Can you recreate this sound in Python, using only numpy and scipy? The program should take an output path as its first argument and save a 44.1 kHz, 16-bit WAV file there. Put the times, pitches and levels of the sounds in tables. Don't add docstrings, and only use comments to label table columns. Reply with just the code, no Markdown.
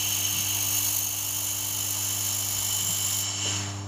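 import sys
import numpy as np
from scipy import signal
from scipy.fft import rfft, irfft
from scipy.io import wavfile
from scipy.ndimage import uniform_filter1d, map_coordinates

SR = 44100
rng = np.random.default_rng(int(sys.argv[2]) if len(sys.argv) > 2 else 0)


def dump_mix(stems):
    frames = np.atleast_2d(stems).T
    limited = np.clip(frames, -1, 1)
    pcm = np.round(limited * 32767).astype(np.int16)
    wavfile.write(sys.argv[1], SR, pcm)


N = 170667


def amp(db):
    return 10 ** (np.asarray(db) / 20)


def unit(x):
    return x / np.sqrt(np.mean(x ** 2) + 1e-20)


def times():
    return np.arange(N) / SR


def curve(table, axis=1):
    rows = np.array(table)
    return np.interp(times(), rows[:, 0], rows[:, axis])


def noise():
    return rng.standard_normal(N)


def walk(rate_hz):
    k = max(int(SR / rate_hz), 2)
    once = uniform_filter1d(noise(), k, mode="wrap")
    return unit(uniform_filter1d(once, k, mode="wrap"))


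def colour(x, points):
    hz, db = np.array(points).T
    f = np.fft.rfftfreq(N, 1 / SR) + 1
    gain = amp(np.interp(np.log(f), np.log(hz), db))
    return unit(irfft(rfft(x) * gain, N))


def ring(x, hz, width_hz):
    f = np.fft.rfftfreq(N, 1 / SR) + 1
    detuning = (f / hz - hz / f) * hz / width_hz
    return unit(irfft(rfft(x) / (1 + .5j * detuning * np.sqrt(2)) ** 2, N))


def swell(at_s, sigma_s):
    return np.exp(-.5 * ((times() - at_s) / sigma_s) ** 2)


def fade(at_s, db_per_s):
    return amp(-db_per_s * np.maximum(times() - at_s, 0))


TONE_WAVER_DB = 0.22


def tone(hz, db):
    level = amp(db + TONE_WAVER_DB * walk(4.7))
    return np.sqrt(2) * level * np.sin(2 * np.pi * (hz * times() + rng.random()))


BEAM_OFF_S, BEAM_FADE_DB_PER_S = 3.212, 368
SURGE_HZ, SURGE_PEAK_S, SURGE_FLOOR = 50, .009, 0.31
SURGE_TIP, SURGE_TIP_ORDER = 0.14, 27
SURGE_SCATTER_DB, BOIL_DB = .5, 0.9
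SPARKS_PER_S, SPARK_SPREAD_DB, SPARK_DB = 900, 3, -13.5
# (time [s], level [dB])
SIZZLE_LEVEL = [(0, -29.5), (.55, -29), (.8, -25), (.98, -25.5), (1.08, -30), (1.6, -29.5), (2.3, -29),
                (2.9, -28.5), (3.15, -28.5)]
# (frequency [Hz], level at seam start [dB], level at seam end [dB])
SIZZLE_COLOUR = [(1450, -20.5, -21), (2520, -23, -13), (3620, -15, -5.5), (4450, -4, -10.5),
                 (5000, -15.5, -5.5), (5900, -5.5, 0), (6440, 3, 2), (7200, 3.5, 10.5), (7350, -11.5, -2),
                 (8000, -2, -10), (8500, -7, -8.5), (9130, -8, -9.5), (9500, 3, 0.5), (9900, -6.5, -1.5),
                 (10400, 1.5, 4), (10900, -6, -1.5), (11150, -1, 1.5), (11500, -6.5, -6), (11800, 4, -8),
                 (12000, -8, -9), (12300, -4, -6), (12400, -16, -19), (13050, -2.5, -2), (14000, 6, 3.5),
                 (14430, -1, 4), (14750, -6, -16), (15150, -3, -11), (15500, -1.5, -0.5)]


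def melt_pool():
    cycle = np.abs(np.cos(np.pi * SURGE_HZ * (times() - SURGE_PEAK_S)))
    shape = SURGE_FLOOR + (1 - SURGE_FLOOR) * cycle + SURGE_TIP * cycle ** SURGE_TIP_ORDER
    surge = unit(shape) * amp(SURGE_SCATTER_DB * walk(60) + BOIL_DB * walk(700))

    spark_hits = rng.random(N) < SPARKS_PER_S / SR
    spark_sizes = amp(SPARK_SPREAD_DB * np.minimum(rng.exponential(size=N), 4))
    sparks = spark_hits * np.sign(noise()) * spark_sizes
    vapour = (noise() + amp(SPARK_DB) * unit(sparks)) * surge

    hz, start_db, end_db = np.array(SIZZLE_COLOUR).T
    along = np.minimum(times() / BEAM_OFF_S, 1)
    along = along * along * (3 - 2 * along)
    start = colour(vapour, np.c_[hz, start_db])
    end = colour(vapour, np.c_[hz, end_db])
    sizzle = (1 - along) * start + along * end
    return sizzle * amp(curve(SIZZLE_LEVEL)) * fade(BEAM_OFF_S, BEAM_FADE_DB_PER_S)


VALVE_SHUT_S, GAS_FADE_DB_PER_S = 3.564, 65
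JET_DB, WEAK_RINGS_DB = -39, -42.5
GAS_FLUTTER_DB = 0.58
# (frequency [Hz], level [dB])
JET_COLOUR = [(400, -29), (750, -10), (1150, -3.5), (1500, -7.5), (2000, -5.5), (2300, 0), (2500, -16),
              (2750, -12), (3250, -3), (3550, -7.5), (4100, -6.5), (5000, -2.5), (6100, -10), (6600, 10),
              (7100, 7.5), (7600, -17), (7950, -29), (8600, -28), (9500, -14), (10500, -18), (11400, -25),
              (12300, -35), (13300, -18), (14500, -26), (15500, -24)]
# (frequency [Hz], width [Hz], relative level [dB])
WEAK_RINGS = [(4045, 190, -3.5), (4615, 95, -8.5), (5477, 123, 0.5), (5930, 90, -5), (9050, 110, -11.5),
              (9800, 200, -11), (11200, 160, -22), (13150, 240, -19), (15200, 220, -26)]
# (time [s], level [dB])
JET_FLOW = [(0, 2), (.6, 2.5), (.85, 2), (1.1, -4), (1.6, -0.5), (2.2, 1), (2.9, 2), (3.28, 3), (3.52, 5),
            (3.65, 5.5)]
STRONG_RING_HZ = [2900, 3040, 6400, 7370]
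STRONG_RING_WIDTH_HZ = [378, 120, 130, 238]
# (time [s], broad low [dB], narrow low [dB], middle [dB], high [dB])
STRONG_RING_LEVELS = [(0, -36, -41, -35.5, -43), (.25, -35.5, -40.5, -34, -50), (.65, -36.5, -44, -35, -51),
                      (1.0, -42, -53, -34.5, -49), (1.15, -43, -44.5, -37.5, -47),
                      (1.7, -44, -41, -38, -43.5), (2.3, -44.5, -43.5, -38, -38.5),
                      (2.5, -48, -41, -46, -41), (2.85, -46, -36.5, -47, -33),
                      (3.25, -46, -38.5, -46, -36.5), (3.48, -38, -34.5, -40, -34.5),
                      (3.6, -40.5, -42.5, -41, -36.5)]


def gas():
    jet = amp(JET_DB) * colour(noise(), JET_COLOUR)
    weak = sum(amp(db) * ring(noise(), hz, width_hz) for hz, width_hz, db in WEAK_RINGS)
    out = (jet + amp(WEAK_RINGS_DB) * unit(weak)) * amp(curve(JET_FLOW))
    for k, (hz, width_hz) in enumerate(zip(STRONG_RING_HZ, STRONG_RING_WIDTH_HZ)):
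        level = amp(curve(STRONG_RING_LEVELS, axis=k + 1))
        out = out + ring(noise(), hz, width_hz) * level
    flutter = amp(GAS_FLUTTER_DB * walk(21))
    return out * flutter * fade(VALVE_SHUT_S, GAS_FADE_DB_PER_S)


PUFF_S, PUFF_SIGMA_S, PUFF_HZ, PUFF_WIDTH_HZ, PUFF_DB = 3.594, 0.11, 1590, 2200, -42


def puff():
    rush = colour(ring(noise(), PUFF_HZ, PUFF_WIDTH_HZ), [(5000, 0), (9000, -25)])
    return amp(PUFF_DB) * swell(PUFF_S, PUFF_SIGMA_S) * rush


BENCH_DB, BENCH_DECAY_S = -12, 0.0063
# (delay at start [ms], delay at end [ms])
PLATE_DELAYS_MS = [(.98, .976), (1.228, 1.128), (1.36, 1.372), (2.096, 2.132), (3.008, 3.148)]
REFLECTION_GAINS = [-0.0062, 0.11, 0.056, 0.0064, 0.084]


def plates(x):
    n = np.arange(N)
    mirrored = 0
    for (first_ms, last_ms), gain in zip(PLATE_DELAYS_MS, REFLECTION_GAINS):
        delay_samples = np.linspace(first_ms, last_ms, N) * SR / 1000
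        mirrored = mirrored + gain * map_coordinates(x, [n - delay_samples], mode="mirror")
    decay = np.exp(-times() / BENCH_DECAY_S)
    tail = noise() * decay * (1 - decay)
    scattered = signal.fftconvolve(x, tail / np.linalg.norm(tail))[:N]
    return x + mirrored + amp(BENCH_DB) * scattered


KNOCK_S, KNOCK_ATTACK_S, KNOCK_DECAY_DB_PER_S = 3.455, 0.0016, 170
KNOCK_HZ, KNOCK_WIDTH_HZ, KNOCK_DB = 446, 500, -39


def knock():
    attack = np.clip((times() - KNOCK_S) / KNOCK_ATTACK_S, 0, 1)
    envelope = attack * fade(KNOCK_S, KNOCK_DECAY_DB_PER_S)
    return amp(KNOCK_DB) * ring(noise(), KNOCK_HZ, KNOCK_WIDTH_HZ) * envelope


# (time [s], sigma [s], frequency [Hz], width [Hz], level [dB])
HANDLING_BUMPS = [(0.372, 0.034, 159, 49, -42.5), (1.8, .08, 57, 10, -58), (2.6, 0.092, 60, 8.9, -50),
                  (2.88, .07, 157, 35, -45), (3.7, 0.26, 146, 86, -48)]


def handling():
    return sum(amp(db) * swell(at_s, sigma_s) * ring(noise(), hz, width_hz)
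               for at_s, sigma_s, hz, width_hz, db in HANDLING_BUMPS)


MAINS_HZ, FAN_AIR_DB = 50.04, -46
FAN_SHARE = 0.29
DRONE_HZ, DRONE_DB, DRONE_END_S, DRONE_FADE_DB_PER_S = 62.5, -59.5, 1.8, 90
# (multiple of mains [1], level [dB])
HUM_HARMONICS = [(2, -40.5), (4, -53), (8, -58.5), (12, -65), (14, -60.5)]
# (time [s], level [dB])
SIXTH_LEVEL = [(0, -50.5), (.8, -48.5), (1.1, -54), (1.3, -51.5), (2.105, -51), (2.7, -54.5), (3.0, -54.5),
               (3.15, -52), (3.3, -52), (3.5, -45), (3.87, -47)]
# (frequency [Hz], level [dB])
FAN_WHINE = [(861, -59)]
# (frequency [Hz], level [dB])
FAN_AIR_COLOUR = [(25, -18), (45, -15), (65, -7), (90, -1.5), (150, 0), (230, -8), (340, -10.5), (480, -7),
                  (620, -1), (850, 0.5), (1200, -1.5), (1500, -12), (2500, -14.5), (6000, -20), (9000, -45),
                  (15000, -55)]
# (time [s], level [dB])
MACHINE_LEVEL = [(0, -0.5), (.7, 0.9), (.88, -1.3), (1.08, -4.5), (1.7, -1.9), (2.2, 0), (2.7, -0.5),
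                 (3.1, 0.5), (3.35, 0.5), (3.55, 5.5), (3.87, 4.5)]


def machine():
    level_db = curve(MACHINE_LEVEL)
    hum = sum(tone(k * MAINS_HZ, db + level_db) for k, db in HUM_HARMONICS)
    sixth = tone(6 * MAINS_HZ, curve(SIXTH_LEVEL))
    whine = sum(tone(hz, db) for hz, db in FAN_WHINE)
    fan = whine + amp(FAN_AIR_DB) * colour(noise(), FAN_AIR_COLOUR)
    drone = tone(DRONE_HZ, DRONE_DB) * fade(DRONE_END_S, DRONE_FADE_DB_PER_S)
    return hum + sixth + fan * amp(FAN_SHARE * level_db) + drone


def scene():
    torch = plates(melt_pool() + gas() + puff())
    return (torch + knock() + handling() + machine())[None]


TOP_HZ = 15480


def record(dry):
    low_pass = signal.ellip(12, .2, 80, TOP_HZ, fs=SR, output="sos")
    return signal.sosfilt(low_pass, dry)


dry = scene()
out = record(dry)
dump_mix(out)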